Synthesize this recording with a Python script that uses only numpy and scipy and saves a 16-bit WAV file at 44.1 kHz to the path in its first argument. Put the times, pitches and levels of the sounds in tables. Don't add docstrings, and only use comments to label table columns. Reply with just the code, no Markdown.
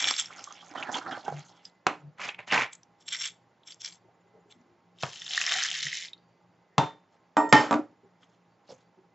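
import sys
import numpy as np
from scipy import signal
from scipy.fft import rfft, irfft
from scipy.io import wavfile
from scipy.ndimage import uniform_filter1d

SR = 44100
rng = np.random.default_rng(int(sys.argv[2]) if len(sys.argv) > 2 else 0)


def dump_mix(stems):
    frames = np.atleast_2d(stems).T
    limited = np.clip(frames, -1, 1)
    pcm = np.round(limited * 32767).astype(np.int16)
    wavfile.write(sys.argv[1], SR, pcm)


N = 403074


def amp(db):
    return 10 ** (np.asarray(db) / 20)


def rms_one(x):
    return x / np.sqrt(np.mean(x ** 2) + 1e-20)


def in_time(rows):
    s, *columns = np.transpose(rows)
    return [np.interp(np.arange(N) / SR, s, c, left=-120, right=-120) for c in columns]


def at_hz(points, hz):
    return np.interp(np.log(hz), np.log(np.array(points)[:, 0]), np.array(points)[:, 1])


def high_pass(x, order, hz):
    return signal.sosfilt(signal.butter(order, hz, "high", fs=SR, output="sos"), x)


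def ring(clicks, hz, t60):
    r, w = amp(-60 / (t60 * SR)), 2 * np.pi * hz / SR
    return signal.lfilter([0, np.sin(w)], [1, -2 * r * np.cos(w), r * r], clicks + 1e-18)


def coloured(x, *spectra):
    hz = np.arange(1, x.shape[-1] // 2 + 2) * SR / x.shape[-1]
    return irfft(rfft(x) * amp(sum(at_hz(p, hz) for p in spectra)), x.shape[-1])


def leaned(stereo, lean):
    left, right = stereo
    lean = np.array(lean)
    return np.array([coloured(left, lean * [1, .5]), coloured(right, lean * [1, -.5])])


def swells(rows, rise, fall):
    t, power = np.arange(N) / SR, np.zeros((2, N))
    for s, hold, db, *other_db in rows:
        near = slice(max(round((s - .3) * SR), 0), round((s + .5) * SR))
        early = np.maximum(s - t[near], 0)
        late = np.maximum(t[near] - s - hold, 0)
        colours_db = np.array([[0], [sum(other_db)]])
        power[:, near] += amp(colours_db + db - rise * early - fall * late) ** 2
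    return np.sqrt(power)


CLUMP_DB = 1.5


def chance_clicks(per_s, uneven_db):
    sizes = amp(uneven_db * np.minimum(rng.exponential(1, N), 4)) * rng.choice([-1, 1], N)
    knots = np.arange(N // 500 + 2)
    clumps = np.interp(np.arange(N) / 500, knots, rng.standard_normal(len(knots)))
    return sizes * amp(CLUMP_DB * clumps) * (rng.random(N) < per_s / SR)


def grains(gains, spectrum, edge_hz, per_s, uneven_db, cycles, body=(), body_db=0., patchy_db=0.):
    heard = np.flatnonzero(gains[0] > 1e-5)
    span, out = slice(heard[0], heard[-1]), np.zeros(N)
    contacts, dealt = chance_clicks(per_s, uneven_db)[span], rng.integers(0, 20, N)[span]
    pitches = np.geomspace(spectrum[1][0], 8000, 20)
    rings = []
    for k, hz in enumerate(pitches):
        level = amp(at_hz(spectrum, hz)) * np.sqrt(hz)
        rings.append((hz, level * rms_one(ring(contacts * (dealt == k), hz, cycles / hz))))
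    scale = np.sqrt(np.sum(amp(2 * at_hz(spectrum, pitches)) * pitches))
    for hz, width, db in body:
        t60 = np.log(1000) / np.pi / width
        rings.append((hz, scale * amp(db + body_db) * rms_one(ring(contacts, hz, t60))))

    knots = np.arange(0, len(contacts) + 1500, 1500)
    main, other = np.zeros(len(contacts)), np.zeros(len(contacts))
    for hz, r in rings:
        patches = np.interp(np.arange(len(r)), knots, rng.standard_normal(len(knots)))
        side = main if (hz > abs(edge_hz)) == (edge_hz > 0) else other
        side += r * amp(patchy_db * patches)
    out[span] = gains[0][span] * rms_one(main) + gains[1][span] * rms_one(other)
    return out


TAP_DELAY_S = .0015


def taps(rows, width, rise_s, broad_db=0., t60=None):
    out, t = np.zeros(N + SR), np.arange(SR // 4) / SR
    crisp = signal.butter(1, [1200, 8000], "band", fs=SR)
    for (s, db, hz, own), noise in zip(rows, rng.standard_normal((len(rows), len(t)))):
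        noise = noise + 9.0 * (t < 1.5 / SR)
        decay_s = max(t60 or own, .004)
        shape = amp(-60 * t / decay_s) * (1 - np.exp(-(t + 1 / SR) / rise_s))
        tone = shape * ring(noise, hz, 2.5 / (width * hz))
        tick = amp(-100 * t / decay_s) * signal.lfilter(*crisp, noise)
        tick_db = broad_db + (own if t60 else 0)
        burst = tone / np.abs(tone).max() + amp(tick_db) * tick / np.abs(tick).max()
        out[round((s + TAP_DELAY_S) * SR):][:len(t)] += amp(db) * burst / np.abs(burst).max()
    return out[:N]


# (pitch [Hz], level [dB per Hz]), and its overall level [dB]
AIR_SPECTRUM, AIR_DB = [(30, -7), (52, -1), (84, -12), (123, -9), (355, -5.5), (419, -6.5), (809, -8),
                        (1120, -11.5), (1840, -16.5), (3240, -24), (7050, -31), (8310, -51.5)], -56.5
# (pitch [Hz], level [dB])
HUM_LINES = [(118, -65), (174, -61), (813, -65.5), (910, -68), (1060, -74), (2035, -73.5)]
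# (pitch [Hz], level before chirping [dB], chirp rate [per s], start of one chirp [s])
CRICKET_SONGS = [(7040, -79, 15.4, 8.419), (4595, -81, 3.1, 6.2)]
# (pitch [Hz], left-right [dB])
AIR_LEAN = [(60, 7.5), (140, 1), (300, 0), (690, -3.5), (1550, -0.5), (3490, 0.5), (7860, 1.5)]


def air():
    mid, side = rng.standard_normal((2, N))
    tones = sum(amp(db) * rms_one(ring(mid[::-1], hz, 0.35)) for hz, db in HUM_LINES)
    t = np.arange(N) / SR
    for hz, db, per_s, start in CRICKET_SONGS:
        chirps = np.maximum(np.sin(2 * np.pi * per_s * (t - start)), 0)
        tones += amp(db) * rms_one(ring(side[::-1], hz, .2)) * chirps
    ports = np.array([mid + 0.072 * side, mid - 0.36 * side])
    noise = amp(AIR_DB) * rms_one(coloured(ports, AIR_SPECTRUM))
    return leaned(noise + tones, AIR_LEAN)


ROOM_T60_S, WALL_CUT_HZ = 0.29, 3700


def room(x):
    t = np.arange(round(.6 * SR)) / SR
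    mid, side = rng.standard_normal((2, len(t))) * amp(-60 * t / ROOM_T60_S) * (t > .003)
    wall = [1, -np.exp(-2 * np.pi * WALL_CUT_HZ / SR)]
    echoes = signal.lfilter([1], wall, [mid + .25 * side, mid - .25 * side])
    return signal.fftconvolve(x[None], echoes / np.sqrt(np.sum(echoes[0] ** 2)), axes=1)[:, :N]


# (start of hold [s], hold [s], level [dB])
LEANT_ON = [(1.34, 0.059, -35), (2.05, 0.046, -39.5), (5.74, 0.017, -52.5), (5.805, 0.0045, -51.5),
            (5.868, 0.0037, -39.5)]
THRUM_HZ, THRUM_RISE_DB_PER_S, THRUM_FALL_DB_PER_S = 146, 341, 362


def thrum():
    gain = swells(LEANT_ON, THRUM_RISE_DB_PER_S, THRUM_FALL_DB_PER_S)[0]
    return gain * np.sqrt(2) * np.sin(2 * np.pi * THRUM_HZ * np.arange(N) / SR)


# (time [s], peak [dB], pitch [Hz], t60 [s])
SNAPS_AND_CATCHES = [(0.1085, -19, 1211, 0.0054), (0.825, -21, 2740, 0.04), (0.89, -23, 784, 0.067),
                     (0.951, -25, 940, 0.18), (1.062, -24, 1390, 0.11), (1.11, -26.5, 1514, 0.21),
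                     (1.174, -26.5, 805, 0.037), (1.279, -18.5, 804.7, 0.075), (1.323, -23, 700, 0.018),
                     (1.868, -22.5, 1200, 0.18), (1.868, -25.5, 2550, 0.22), (2.195, -28, 1161, 0.023),
                     (2.257, -27, 2270, 0.026), (2.288, -20.5, 2726, 0.043), (2.344, -30.5, 2690, 0.025),
                     (2.389, -28, 2257, 0.03), (2.39, -35.5, 700, .12), (2.477, -34, 2788, 0.019),
                     (2.502, -22.5, 2707, 0.034), (2.511, -16.5, 2680, 0.024), (2.521, -18.5, 2090, 0.024),
                     (2.577, -14, 2360, 0.016), (2.606, -21, 1900, 0.033), (2.619, -22, 2216, 0.032),
                     (8.69, -37, 578.6, 0.04)]
# (time [s], peak [dB], pitch [Hz], t60 [s])
FAR_BUMPS = [(4.035, -48.5, 386.6, .12), (4.08, -45, 748, 0.087), (4.24, -50, 408, .3),
             (4.33, -42.5, 445, 0.29), (4.35, -50.5, 592, .15), (4.45, -51, 425.4, .25),
             (4.545, -45.5, 247, 0.21), (4.55, -48, 339.6, .15), (4.62, -50, 352.7, .25),
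             (4.69, -48, 354, .2), (8.03, -43.5, 387, 0.12), (8.7, -35, 516, 0.079),
             (8.71, -47, 139.4, 0.15), (8.97, -42, 363.4, .12)]
# (time [s], peak [dB], pitch [Hz], t60 [s])
BAG_CREASES = [(.3, -41, 1240, 0.055), (.38, -39, 1330, 0.049), (.47, -34, 1160, 0.079),
               (.505, -37, 1206, 0.047), (.625, -39.5, 1230, 0.029), (.71, -39.5, 315, 0.033),
               (.77, -34.5, 3100, 0.11), (.87, -32, 1680, 0.11), (.94, -24, 3250, 0.05),
               (.96, -38, 303, 0.1), (1.01, -32, 1470, 0.081), (1.08, -31.5, 746, 0.078),
               (1.11, -33.5, 3250, 0.085), (1.112, -34.5, 315, 0.11), (1.14, -30.5, 1520, 0.062),
               (1.26, -36.5, 1480, 0.051)]


def snaps():
    near = taps(SNAPS_AND_CATCHES, width=0.22, broad_db=-12, rise_s=0.0005)
    far = taps(FAR_BUMPS, width=.06, broad_db=-40, rise_s=.012)
    creases = taps(BAG_CREASES, width=0.074, broad_db=-30.5, rise_s=0.0074)
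    return near + far + creases


# (start of hold [s], hold [s], level [dB], bright grit against it [dB])
DRAGS = [(2.185, .01, -42, -15.5), (2.2, .09, -35.5, -12.5), (2.389, 0.016, -41.5, -20),
         (2.476, 0.057, -41.5, -10), (2.523, 0.029, -22, -13), (2.576, 0.047, -24.5, -18.5)]
# (pitch [Hz], level [dB per Hz])
GRIT_SPECTRUM = [(88, -49), (150, -18.5), (425, -16.5), (462, -21.5), (765, 3.5), (1500, -0.5), (2130, 7.5),
                 (4100, -14), (6790, -13.5), (8310, -34.5)]
DRAG_RISE_DB_PER_S, DRAG_FALL_DB_PER_S = 1800, 381


def drag():
    gains = swells(DRAGS, DRAG_RISE_DB_PER_S, DRAG_FALL_DB_PER_S)
    return grains(gains, GRIT_SPECTRUM, -3600, per_s=7400, uneven_db=2.0, cycles=14.0, patchy_db=-2.5)


# (start of hold [s], hold [s], level [dB], bright rustle against it [dB])
PAPER_CRUMPLES = [(.012, .1, -38, -20.5), (.765, 0.015, -34.5, -17), (.81, 0.013, -36.5, -30),
                  (.888, 0.016, -36, -35), (.94, 0.027, -33, -4), (1.055, 0.013, -39, -28.5),
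                  (1.095, 0.037, -41.5, -12), (1.168, 0.0039, -45.5, -22), (1.28, 0.0054, -44.5, -29.5),
                  (1.32, 0.0098, -52, -21), (7.135, .02, -67, 2.5), (8.232, 0.0061, -56.5, 0),
                  (8.3, 0.054, -66, 3), (8.705, 0.0094, -52.5, 4.5), (8.78, 0.047, -66, 3.5)]
CRUMPLE_RISE_DB_PER_S, CRUMPLE_FALL_DB_PER_S = 497.5, 351.5
# (time [s], level [dB])
BAG_HELD = [(.22, -50.5), (.4, -48.5), (.7, -53), (1.39, -51.5), (1.7, -60)]
HELD_BRIGHT_DB = 0.5
# (pitch [Hz], level [dB per Hz])
PAPER_SPECTRUM = [(88, -51), (150, -40), (299, -6.5), (478, -20.5), (791, -6), (1580, -7), (2170, -12.5),
                  (3300, -25.5), (7390, -25), (8310, -46)]
# (pitch [Hz], width [Hz], level before body_db [dB])
BAG_RESONANCES = [(340, 65, -11), (820, 130, -3), (1390, 140, -4), (3250, 210, -17.5)]


def paper():
    rustle = swells(PAPER_CRUMPLES, CRUMPLE_RISE_DB_PER_S, CRUMPLE_FALL_DB_PER_S)
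    rustle = rustle + amp(in_time(BAG_HELD)[0] + [[0], [HELD_BRIGHT_DB]])
    sound = grains(rustle, PAPER_SPECTRUM, -2200, per_s=9000, uneven_db=3.0, cycles=20.0,
                   body=BAG_RESONANCES, body_db=-1, patchy_db=5.0)
    sound = high_pass(sound, 2, 200)
    return sound - .6 * signal.lfilter(*signal.butter(1, [1900, 2900], "band", fs=SR), sound)


BLOW_T = np.arange(SR // 2) / SR
BLOW_CLICK = np.eye(1, SR // 2)[0]


def waver(per_s, knots):
    return np.interp(BLOW_T * per_s, np.arange(knots), rng.standard_normal(knots))


# (pitch [Hz], level [dB], t60 before damping [s])
WOOD_MODES = [(239, -3.5, 0.3), (300.5, -0.5, 0.46), (430, -13.5, 0.57), (560, -12, 0.46),
              (637, -8.5, 0.29), (726, -9.5, 0.34), (808, -7, 0.2), (957, 0, 0.22), (1035, -9, 0.13),
              (1178, 0.5, 0.097), (1264, -6, 0.18), (1358, -11, 0.32), (1475, -10, 0.13), (1590, -13, 0.11),
              (2020, -21.5, 0.15), (2438, -21, 0.33), (2660, -23.5, 0.25)]
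BOOM_T60_S, BEAT_DB = 0.092, 6.5


def struck_wood(level_db, boom_db, damping, soft_db, bow_db):
    wood = np.zeros(len(BLOW_T))
    for hz, db, t60 in WOOD_MODES:
        mode_db = level_db + db - soft_db * np.log2(hz / 600) - bow_db * np.log2(hz / 900) ** 2
        beating = amp(BEAT_DB * np.minimum(BLOW_T / .02, 1) * waver(90, 50))
        wood += amp(mode_db) * ring(BLOW_CLICK, hz, t60 / damping) * beating
    wood = signal.lfilter(*signal.butter(2, 170, "high", fs=SR), wood)
    return wood + amp(boom_db) * ring(BLOW_CLICK, THRUM_HZ, BOOM_T60_S)


# (pitch [Hz], level on the edge [dB], level landing flat [dB], t60 before damping [s])
STEEL_MODES = [(867, -25, 0, .25), (904, 0, -18, .36), (1828, -30, 4, .26), (1857, -13, -25, .67),
               (2121, -30, -6, .22), (3063, -24, -4, .23), (3603, -28, -17, .4), (4624, -32, -14, .3),
               (5356, -45, -11, .47), (5405, -24, -22, .25), (6485, -24, -13, .24), (7500, -15, -17, .24)]
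GRIP_S, WOBBLE_DB = 0.003, 4.0


def struck_steel(level_db, flat, damping, dull_db, touched):
    steel = np.zeros(len(BLOW_T))
    for hz, edge, full, t60 in STEEL_MODES:
        landing_db = edge + np.clip(flat, 0, 1) * (full - edge)
        mode_db = level_db + landing_db - dull_db * np.log2(hz / 900)
        choke = np.exp(-touched / GRIP_S * (900 / hz) ** 2)
        rocking = amp(WOBBLE_DB * flat * waver(70, 40))
        steel += choke * amp(mode_db) * ring(BLOW_CLICK, hz, t60 / damping) * rocking
    return steel


# (pitch [Hz], level [dB per Hz])
CRACK_SPECTRUM = [(59, -30.5), (100, -18.5), (315, -6), (920, 0.5), (1360, -3.5), (2740, -14), (6780, -23),
                  (8310, -29.5)]


def crack_of_blow(level_db, tail_db, damping):
    noise = rng.standard_normal(len(BLOW_T)) + 7.2 * np.roll(BLOW_CLICK, 30)
    shape = amp(-60 * BLOW_T / 0.018) + amp(tail_db - 60 * BLOW_T * damping / 0.47)
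    return amp(level_db) * rms_one(coloured(noise, CRACK_SPECTRUM)) * shape / 2


# (time [s], boom [dB], wood [dB], steel [dB], crack before halving [dB],
# flatness of the landing [0-1], damping of the wood [divides t60], its softness [dB per octave],
# damping of the steel [divides t60], its dullness [dB per octave],
# loss away from the wood's middle [dB per octave squared], tail of the crack [dB])
TABLE_BLOWS = [(1.867, -36.5, -31, -61, -2, .5, 1.2, 0, 1.5, 0, 2, -28),
               (5.034, -26, -60, -68, -14.5, 0.05, 1.4, -22, 1.4, -7.5, 13.5, -15.5),
               (6.781, -12, -22, -17, -3, 0, 1.4, 1, 1.3, 17, 3.5, -17),
               (7.369, -44, -19, -16, -16.5, 0.01, 0.9, -1, 0.94, 2.5, 2.5, -15.5),
               (7.49, -68, -69.5, -52, -49.5, 0.5, 1.6, 1.5, 1.4, -8, 0, -16.5),
               (7.526, -10, -17, -13, 6, 1, 1.1, -1, 0.6, 4, 0, -17),
               (7.592, -60, -30, -30, -30, .9, 1.2, -2, .8, 2, 0.5, -12),
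               (7.710, -44.5, -18.5, -42, -18.5, .3, 1.6, 0, 2.5, -5, 2.5, -13),
               (7.728, -43, -20, -48, -22, .5, 1.7, 0, 3.0, -5, 1.5, -11),
               (7.741, -30, -21, -46, -23, .5, 1.5, 0, 3.0, -5, 1.5, -10)]


def blows():
    out = np.zeros(N + SR)
    following = TABLE_BLOWS[1:] + [[N / SR, 0, 0]]
    for blow, after in zip(TABLE_BLOWS, following):
        s, boom_db, wood_db, steel_db, crack_db, flat, damping, soft_db, held, dull_db, bow_db, tail_db = blow
        firm = after[2] > -50
        touched = np.maximum(BLOW_T + s - after[0], 0) * firm
        sound = struck_wood(wood_db, boom_db, damping, soft_db, bow_db)
        sound = sound + struck_steel(steel_db, flat, held, dull_db, touched)
        sound = sound + crack_of_blow(crack_db, tail_db, damping)
        out[round(s * SR):][:len(BLOW_T)] += sound
    return out[:N]


# (time [s], level [dB], pitch [Hz], t60 [s])
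STEEL_PINGS = [(1.652, -43, 4940, .07), (5.194, -45, 5405, .2), (5.288, -40, 5405, .1),
               (5.465, -36, 5405, .08), (5.505, -37, 5405, .08), (6.132, -44, 3700, .09),
               (6.178, -68, 4665, 1.5), (6.719, -62, 1852, .67), (6.782, -34, 3588, .45)]


def pings():
    out = np.zeros(N)
    for s, db, hz, t60 in STEEL_PINGS:
        out[round(s * SR):][:SR] += amp(db) * ring(np.eye(1, SR)[0], hz, t60)
    return out


# (start of hold [s], hold [s], level [dB])
FLOOR_LANDINGS = [(5.325, .03, -47.5), (5.435, .015, -48.5), (5.515, 0.055, -41), (5.7, .02, -54)]
HOLLOW_HZ, HOLLOW_T60_S, HOLLOW_SWELL_DB_PER_S = 740, 0.025, 350


def hollow():
    once = ring(chance_clicks(per_s=6900, uneven_db=-2.0), HOLLOW_HZ, HOLLOW_T60_S)
    column = rms_one(ring(once, HOLLOW_HZ, HOLLOW_T60_S / 4))
    return swells(FLOOR_LANDINGS, HOLLOW_SWELL_DB_PER_S, HOLLOW_SWELL_DB_PER_S)[0] * column


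# (start of hold [s], hold [s], level [dB], low clatter against it [dB])
CUP_JOLTS = [(0.0, .11, -28, -8.5), (.125, 0.043, -36.5, -8), (.19, 0.0081, -27, -25),
             (.442, .003, -47, -14), (1.652, 0.0073, -54.5, -20), (2.728, 0.0021, -51.5, -2.5),
             (3.008, 0.0035, -54, -14.5), (3.082, 0.0017, -36.5, -13.5), (3.125, 0.023, -33, -11),
             (3.205, 0.058, -33, -11), (3.675, 0.049, -47.5, -13.5), (3.812, 0.0016, -44, -24),
             (3.848, 0.03, -38.5, -7.5), (3.92, 0.022, -51, -14.5), (4.51, 0.0083, -54.5, -12.5)]
JOLT_RISE_DB_PER_S, JOLT_FALL_DB_PER_S = 902, 418
# (pitch [Hz], level [dB per Hz])
BEAN_SPECTRUM = [(290, -59), (500, -24), (712, -9.5), (1070, -32), (1800, 6.5), (2530, -4.5), (3210, -0.5),
                 (7560, -3.5), (8310, -42)]
# (pitch [Hz], width [Hz], level before body_db [dB])
FULL_CUP_RESONANCES = [(2353, 120, -5.5), (2360, 78, -3), (3440, 250, 1), (4620, 14, -17.5), (5520, 87, -1),
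                       (6340, 340, -3.5), (7440, 150, -3)]


def jolted_beans():
    gains = swells(CUP_JOLTS, JOLT_RISE_DB_PER_S, JOLT_FALL_DB_PER_S)
    return grains(gains, BEAN_SPECTRUM, 2500, per_s=7000, uneven_db=6.0, cycles=13.0,
                  body=FULL_CUP_RESONANCES, body_db=-3.0, patchy_db=3.5)


# (time [s], level [dB], low clatter against it [dB])
POUR_FLOW = [(4.95, -74, -4.5), (5.02, -43.5, -19.5), (5.096, -47, -7.5), (5.29, -42.5, -15.5),
             (5.32, -36, -11), (5.55, -31, -1), (5.65, -28.5, -7), (5.71, -36.5, -3), (5.96, -37.5, -1),
             (6.068, -41, -1), (6.12, -66.5, 4.5)]
# (pitch [Hz], width [Hz], level before body_db [dB])
GRINDER_RESONANCES = [(2046, 250, 4), (3098, 190, 1.5), (3640, 35, -1), (5300, 86, -1.5), (6350, 55, -6),
                      (6940, 62, -10.5)]


def poured_beans():
    flow_db, clatter_db = in_time(POUR_FLOW)
    return grains(amp([flow_db, flow_db + clatter_db]), BEAN_SPECTRUM, 2500, per_s=3500, uneven_db=2.2,
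                  cycles=17.0, body=GRINDER_RESONANCES, body_db=-13, patchy_db=2.5)


# (time [s], peak [dB], pitch [Hz], broad tick against the tone, before broad_db is added [dB])
BEAN_CLICKS = [(0.0407, -9.5, 3470, -3), (0.0576, -22, 3400, 3.5), (0.0842, -19.5, 3500, -0.5),
               (0.091, -21.5, 3500, -1.5), (0.1086, -11, 5470, 0), (0.1375, -20, 3570, -2.5),
               (0.1633, -21.5, 5100, -5.5), (0.1955, -14, 7500, -11), (0.1949, -18.5, 3660, 8),
               (0.2228, -31, 5440, -24), (0.2562, -28.5, 5500, -3), (0.4398, -24, 6130, -3),
               (0.5231, -27, 6440, 2), (1.6516, -31, 5240, -7), (2.7306, -30, 7630, -5.5),
               (2.7501, -34.5, 7340, -6), (2.8309, -39, 5790, -2), (3.1257, -20.5, 7700, -5),
               (3.1468, -23.5, 2040, -5), (3.2195, -21.5, 5520, -2.5), (3.2393, -21, 3140, -2.5),
               (3.2523, -25.5, 3370, -3), (3.2798, -29.5, 3430, -1.5), (3.6325, -44.5, 3550, -6.5),
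               (3.7199, -32, 4820, -3), (3.8151, -30, 5420, -3.5), (3.846, -24.5, 5540, -2),
               (3.8587, -25, 5460, -4.5), (3.922, -38, 4870, -4), (4.5028, -43, 3070, 0.5),
               (4.612, -56, 5670, -4.5), (4.9848, -36.5, 3610, 0.5), (5.0254, -16, 1550, 8.5),
               (5.0638, -28, 1590, 1), (5.1305, -30, 3020, -1), (5.1577, -28, 3080, 3),
               (5.217, -27, 3470, -1.5), (5.2628, -26.5, 3640, -4), (5.2778, -27, 3550, -3),
               (5.289, -29, 5300, -3.5), (5.3077, -22, 3470, -5), (5.3203, -30, 3550, -2),
               (5.3327, -15, 4060, 2.5), (5.3466, -20, 3760, -4.5), (5.3755, -8, 1900, 2),
               (5.4129, -6, 2700, 7), (5.4375, -20.5, 3070, -4), (5.4632, -16.5, 5500, -3.5),
               (5.475, -21, 2170, -5.5), (5.4916, -14.5, 3240, -3), (5.5138, -10, 1700, 4.5),
               (5.5198, -9.5, 3600, 0), (5.5378, -19.5, 4020, -11.5), (5.5846, -15, 1780, 5),
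               (5.621, -14.5, 1770, 1), (5.6348, -14.5, 6360, -4), (5.6478, -21.5, 1810, -3.5),
               (5.657, -21.5, 1792, -0.5), (5.685, -18.5, 3260, -3), (5.7126, -15.5, 3230, -1),
               (5.7507, -29, 3000, 0), (5.8046, -23.5, 4300, -5), (5.866, -18, 1890, -7.5),
               (5.9273, -18, 1970, -2.5), (5.9707, -21.5, 3800, -1.5), (6.0229, -27, 3680, -4.5),
               (6.0824, -34.5, 3600, -6), (6.1309, -31, 3800, -2.5), (6.1768, -47.5, 4350, -7)]
# (time [s], share filled [0-1])
GRINDER_FILL = [(5.55, 0), (6.0, 1)]


def beans():
    sound = jolted_beans() + poured_beans()
    sound += taps(BEAN_CLICKS, width=0.1, rise_s=0.00045, t60=0.02, broad_db=4.0)
    sound = high_pass(sound, 6, 1150)
    filled = np.interp(np.arange(N) / SR, *np.transpose(GRINDER_FILL))
    thin = signal.sosfiltfilt(signal.butter(4, 1700, "high", fs=SR, output="sos"), sound)
    return sound + filled * (thin - sound)


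# (time [s], left-right [dB])
HAND_PAN = [(0.0, -0.5), (.8, -4), (1.5, -1.5), (1.9, -1.5), (4.5, 1), (6.1, -0.5), (6.78, 2), (7.3, 0),
            (9.2, -2)]
# (pitch [Hz], left-right [dB])
TABLE_LEAN = [(100, 2), (250, -1), (500, 2.5), (1000, -3), (2500, 1), (5000, 0), (8000, 1.5)]
ROOM_DB = -16.5


def scene():
    near = beans() + paper() + drag() + snaps() + hollow() + pings() + blows() + thrum()
    bounce = .14 * np.r_[np.zeros(31), near[:-31]]
    pan_db = in_time(HAND_PAN)[0] / 2
    ports = [near + bounce, near - bounce] + amp(ROOM_DB) * room(near)
    return leaned(amp([pan_db, -pan_db]) * ports, TABLE_LEAN) + air()


TOP, MIC_LOW_HZ, CUTOFF_HZ = .58, 104, 8700
DUCK_DB, DUCK_MARGIN_DB, DUCK_KNEE_DB, DUCK_HOLD_S = -14, 10, 15, 0.0041


def record(dry):
    rounded = high_pass(TOP * np.tanh(dry / TOP), 4, MIC_LOW_HZ)
    cells = signal.stft(rounded, nperseg=512, noverlap=384)[2]
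    power = np.mean(np.abs(cells) ** 2, axis=0)
    steady = np.percentile(uniform_filter1d(power, size=9, axis=1), 30, axis=1, keepdims=True)
    above = uniform_filter1d(power / steady, size=15, axis=0)
    keep = np.exp(-128 / SR / DUCK_HOLD_S)
    held = signal.lfilter([1 - keep], [1, -keep], above)
    above_db = 10 * np.log10(np.maximum(above, held))
    gain = amp(DUCK_DB / 2 * (1 - np.tanh((above_db - DUCK_MARGIN_DB) / DUCK_KNEE_DB)))
    ducked = cells * uniform_filter1d(gain, size=3, axis=1)
    clean = signal.istft(ducked, nperseg=512, noverlap=384)[1][:, :N]
    hiss = amp(-104) * rng.standard_normal(N)
    return signal.sosfilt(signal.cheby2(15, 70, CUTOFF_HZ, fs=SR, output="sos"), clean) + hiss


dry = scene()
out = record(dry)
dump_mix(out)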